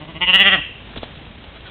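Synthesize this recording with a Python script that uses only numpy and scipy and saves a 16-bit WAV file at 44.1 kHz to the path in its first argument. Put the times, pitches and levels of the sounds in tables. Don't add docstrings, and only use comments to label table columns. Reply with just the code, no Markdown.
import sys
import numpy as np
from scipy import signal
from scipy.fft import rfft, irfft, next_fast_len
from scipy.io import wavfile
from scipy.ndimage import map_coordinates

SR = 44100
rng = np.random.default_rng(int(sys.argv[2]) if len(sys.argv) > 2 else 0)


def undo_db(level):
    steps = np.asarray(level, float) / 20
    return 10 ** steps


def to_wav(sig):
    pcm = np.clip(np.atleast_2d(sig), -1, 1) * 32767
    pcm = np.round(pcm).astype(np.int16)
    wavfile.write(sys.argv[1], SR, pcm.T)


N = 74970
T = np.arange(N) / SR

# time_s, width_s, pitch_hz, level_db, mouth_open_db
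BEATS = [(0.023, 0.02, 152.5, -33.5, -23.5), (0.097, 0.023, 167.1, -36, -21),
         (0.165, 0.02, 160.2, -34.5, -13), (.203, 0.0057, 171.1, -51.5, -19.5),
         (0.211, 0.0033, 178.5, -42, -2), (.230, .020, 179.5, -27, -0.5), (.293, .025, 184.8, -29.5, 2),
         (0.353, .024, 193, -25.5, 2.5), (0.412, .025, 199.2, -24.5, 5.5), (.474, .028, 199.2, -24.5, 3),
         (.541, .028, 192.1, -25, 1.5), (.587, .013, 144.8, -29.5, -28)]
LIPS_OPEN_S = (.195, .21)
LIPS_SHUT_S = (.565, .575)
# centre_hz, width_hz, level_db
SHUT_THROAT = [(157.4, 130, 1.5), (326, 144, -3), (623, 128, -6), (1126, 110, -6)]
SHAPE_S = (.235, .30, .36, .47)
# centre_hz, width_hz, level_db
OPEN_THROATS = [
    [(185, 79, -4.5), (492, 250, -10.5), (707, 100, -24.5), (927, 120, 3.5), (1420, 350, -13)],
    [(185, 73, -1), (526, 120, -2), (1010, 200, 4.5), (1440, 230, -10)],
    [(193, 66, -5), (680, 350, -6), (1272, 190, 3), (1780, 300, -2.5)],
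    [(208, 70, -1), (713, 184, -1), (1000, 130, -12), (1220, 300, 0), (1782, 210, -2)],
]
# centre_hz, width_hz, level_db
OPEN_MOUTHS = [
    [(2039, 162, 8), (2376, 330, 4.5), (2920, 393, 7.5), (3650, 300, -7)],
    [(1930, 330, 1.5), (2220, 120, 4), (2794, 425, 9), (3280, 240, -2.5)],
    [(1993, 209, 6.5), (2420, 700, -0.5), (2870, 510, 9), (3450, 150, -8)],
    [(1920, 222, 5.5), (2440, 210, 3), (2726, 201, 6), (3208, 197, 6.5), (3604, 210, 0)],
]
# start_s, pitch_hz, peak_db, t60_s
HOOF_KNOCKS = [(.905, 236, -33.5, .12), (.964, 616.6, -25.5, 0.012), (0.972, 246, -18.5, 0.028),
               (0.976, 3400, -28, 0.015), (.983, 105, -24, 0.058), (1.0321, 620, -10.5, 0.008),
               (1.035, 240, -27, 0.019), (1.172, 140, -25, 0.035), (1.211, 300, -31.5, 0.033),
               (1.307, 180, -26, 0.024), (1.656, 1480, -40.5, 0.14)]
# time_s, width_s, level_db
GRIT_SCUFFS = [(.92, 0.028, -45.5), (.963, 0.0021, -30), (0.977, 0.0074, -32.5), (1.034, 0.0089, -34),
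               (1.054, .003, -41.5), (1.161, .03, -46.5), (1.443, 0.0033, -39), (1.492, 0.0055, -49),
               (1.564, .012, -41.5), (1.608, .004, -43), (1.67, 0.025, -41.5)]
# freq_hz, density_db
GRIT_SPECTRUM = [(100, -18), (400, 4.5), (1500, 0), (2300, -4.5), (3300, 4), (3900, -2.5), (4400, -17.5)]
# delay_s, level_db
GROUND_BOUNCES = [(.0021, -10.5), (.0047, -16), (.009, -12), (.016, -18)]
# freq_hz, t60_s
SLOPE_DECAY = [(300, .12), (1200, 0.29), (2000, 0.42), (2800, 0.76), (3400, 0.42), (4400, 0.21)]
# freq_hz, density_db
HISS_SPECTRUM = [(60, -31), (150, -0.5), (400, -5), (700, -8), (1300, -11.5), (3300, -9.5), (3800, -13),
                 (4400, -35)]
# freq_hz, density_db
RUMBLE_SPECTRUM = [(15, -19.5), (30, -9), (80, 2.5), (130, -7), (250, -15.5), (500, -42)]


def unit(x):
    return x / np.sqrt(np.mean(x ** 2) + 1e-20)


def along(points, hz):
    point_hz, value = np.transpose(points)
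    return np.interp(np.log(hz + 1), np.log(point_hz + 1), value)


def filtered(x, response):
    size = next_fast_len(N + SR // 2)
    return irfft(rfft(x, size) * response(np.fft.rfftfreq(size, 1 / SR)), size)[:N]


def resonate(x, peaks, order=1):
    def response(hz):
        total = 0
        for k, (centre_hz, width_hz, level_db) in enumerate(peaks):
            damping = 1j * hz * width_hz
            total = total + (-1) ** k * undo_db(level_db) * damping / (centre_hz ** 2 - hz ** 2 + damping)
        return total ** order
    return filtered(x, response)


def wobble(rate_hz):
    return map_coordinates(rng.standard_normal(int(N * rate_hz / SR) + 4), [T * rate_hz])


def noise(spectrum):
    return unit(filtered(rng.standard_normal(N), lambda hz: undo_db(along(spectrum, hz))))


def bump(time_s, width_s, fall=1, power=2):
    side_s = width_s * np.where(T > time_s, fall, 1)
    return np.exp(-.5 * np.abs((T - time_s) / side_s) ** power)


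def glottal_pulses(cycles):
    whole = np.arange(1, int(cycles[-1]))
    at = np.interp(whole, cycles, np.arange(N))
    taps = at.astype(int)[:, None] + np.arange(-7, 9)
    offset = taps - at[:, None]
    kernel = np.sinc(offset) * np.cos(np.pi * offset / 16) ** 2
    shimmer = undo_db(.8 * wobble(120))[at.astype(int), None]
    return unit(np.bincount(np.clip(taps, 0, N - 1).ravel(), (kernel * shimmer).ravel(), N))


def tract(source, mouth):
    shut = 1 - np.interp(T, LIPS_OPEN_S, [0, 1]) + np.interp(T, LIPS_SHUT_S, [0, 1])
    out = resonate(source * shut, SHUT_THROAT)
    for one, throat, lips in zip(np.eye(len(SHAPE_S)), OPEN_THROATS, OPEN_MOUTHS):
        share = np.interp(T, SHAPE_S, one)
        out = out + resonate(source * (1 - shut) * share, throat)
        out = out + resonate(mouth * share, lips, order=2)
    return out


def bleat():
    time_s, width_s, pitch_hz, level_db, open_db = np.transpose(BEATS)
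    flat_top = 2.8
    effort = sum(undo_db(db) * bump(s, 0.89 * w, .75, flat_top)
                 for s, w, db in zip(time_s, width_s, level_db))
    pitch_lag_s, pitch_sag, jitter = .006, .12, .0025
    hold = sum(bump(s + pitch_lag_s, 1.1 * w, .4, flat_top) for s, w in zip(time_s, width_s))
    slack = 1 - np.clip(1.05 * hold, 0, 1)
    hz = np.interp(T, time_s, pitch_hz) * (1 - pitch_sag * slack)
    hz = hz * (1 + jitter * (1 + 8 * slack) * wobble(150))
    cycles = np.cumsum(hz) / SR

    voice = -undo_db(17) * effort * glottal_pulses(cycles)
    puffs = unit(rng.standard_normal(N) * np.exp(-4.0 * (cycles % 1)))
    breath = undo_db(19) * .07 * effort * puffs
    mouth_top_hz = 3880
    mouth = undo_db(np.interp(T, time_s, open_db)) * (voice + breath)
    mouth = undo_db(-3.0) * filtered(mouth, lambda f: 1 / (1 + (f / mouth_top_hz) ** 24))
    return tract(voice + .5 * breath, mouth)


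def hooves():
    knocks = 0
    for start_s, pitch_hz, peak_db, t60_s in HOOF_KNOCKS:
        ago_s = np.clip(T - start_s, 0, None)
        knocks = knocks + undo_db(peak_db - 60 * ago_s / t60_s) * np.sin(2 * np.pi * pitch_hz * ago_s)
    swells = sum(undo_db(db) * bump(s, w) for s, w, db in GRIT_SCUFFS)
    return knocks + noise(GRIT_SPECTRUM) * undo_db(1.3 * wobble(300)) * swells


def ground(near):
    bounce = sum(undo_db(db) * np.pad(near, (int(s * SR), 0))[:N] for s, db in GROUND_BOUNCES)
    return filtered(bounce, lambda hz: hz ** 2 / (hz ** 2 + 1500 ** 2))


def slope(near):
    level_db, delay_s = -14, .02
    hz, t, z = signal.stft(rng.standard_normal(SR // 2), SR, nperseg=256)
    decay = undo_db(-60 * t / along(SLOPE_DECAY, hz)[:, None])
    tail = signal.istft(z * decay, SR, nperseg=256)[1]
    late = np.pad(near, (int(delay_s * SR), 0))
    return undo_db(level_db) * signal.fftconvolve(late, tail / np.linalg.norm(tail))[:N]


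def air():
    hiss_db = -42.5 + 0.5 * wobble(12.8) + 0.66 * wobble(7.5) + 0.99 * wobble(150)
    hiss = undo_db(hiss_db) * noise(HISS_SPECTRUM)
    hum_hz = 55.2 + 3.0 * wobble(21)
    hum = undo_db(-45 + 0.87 * wobble(12.6)) * np.sin(2 * np.pi * np.cumsum(hum_hz) / SR)
    rumble = undo_db(-43.5 + 0.83 * wobble(14.81)) * noise(RUMBLE_SPECTRUM)
    return hiss + hum + rumble


def scene():
    near = bleat() + hooves()
    return (near + ground(near) + slope(near) + air())[None]


def top_cut(x):
    return signal.sosfilt(signal.butter(12, 4400, fs=SR, output="sos"), x)


def record(dry):
    edge_hz, edge_width_hz, clip = 4400, 40, 1.0
    narrow = filtered(dry[0], lambda hz: 1 / (1 + np.exp(np.clip((hz - edge_hz) / edge_width_hz, -50, 50))))
    mix = np.clip(narrow, -clip, clip)[None]
    return top_cut(mix)


dry = scene()
out = record(dry)
to_wav(out)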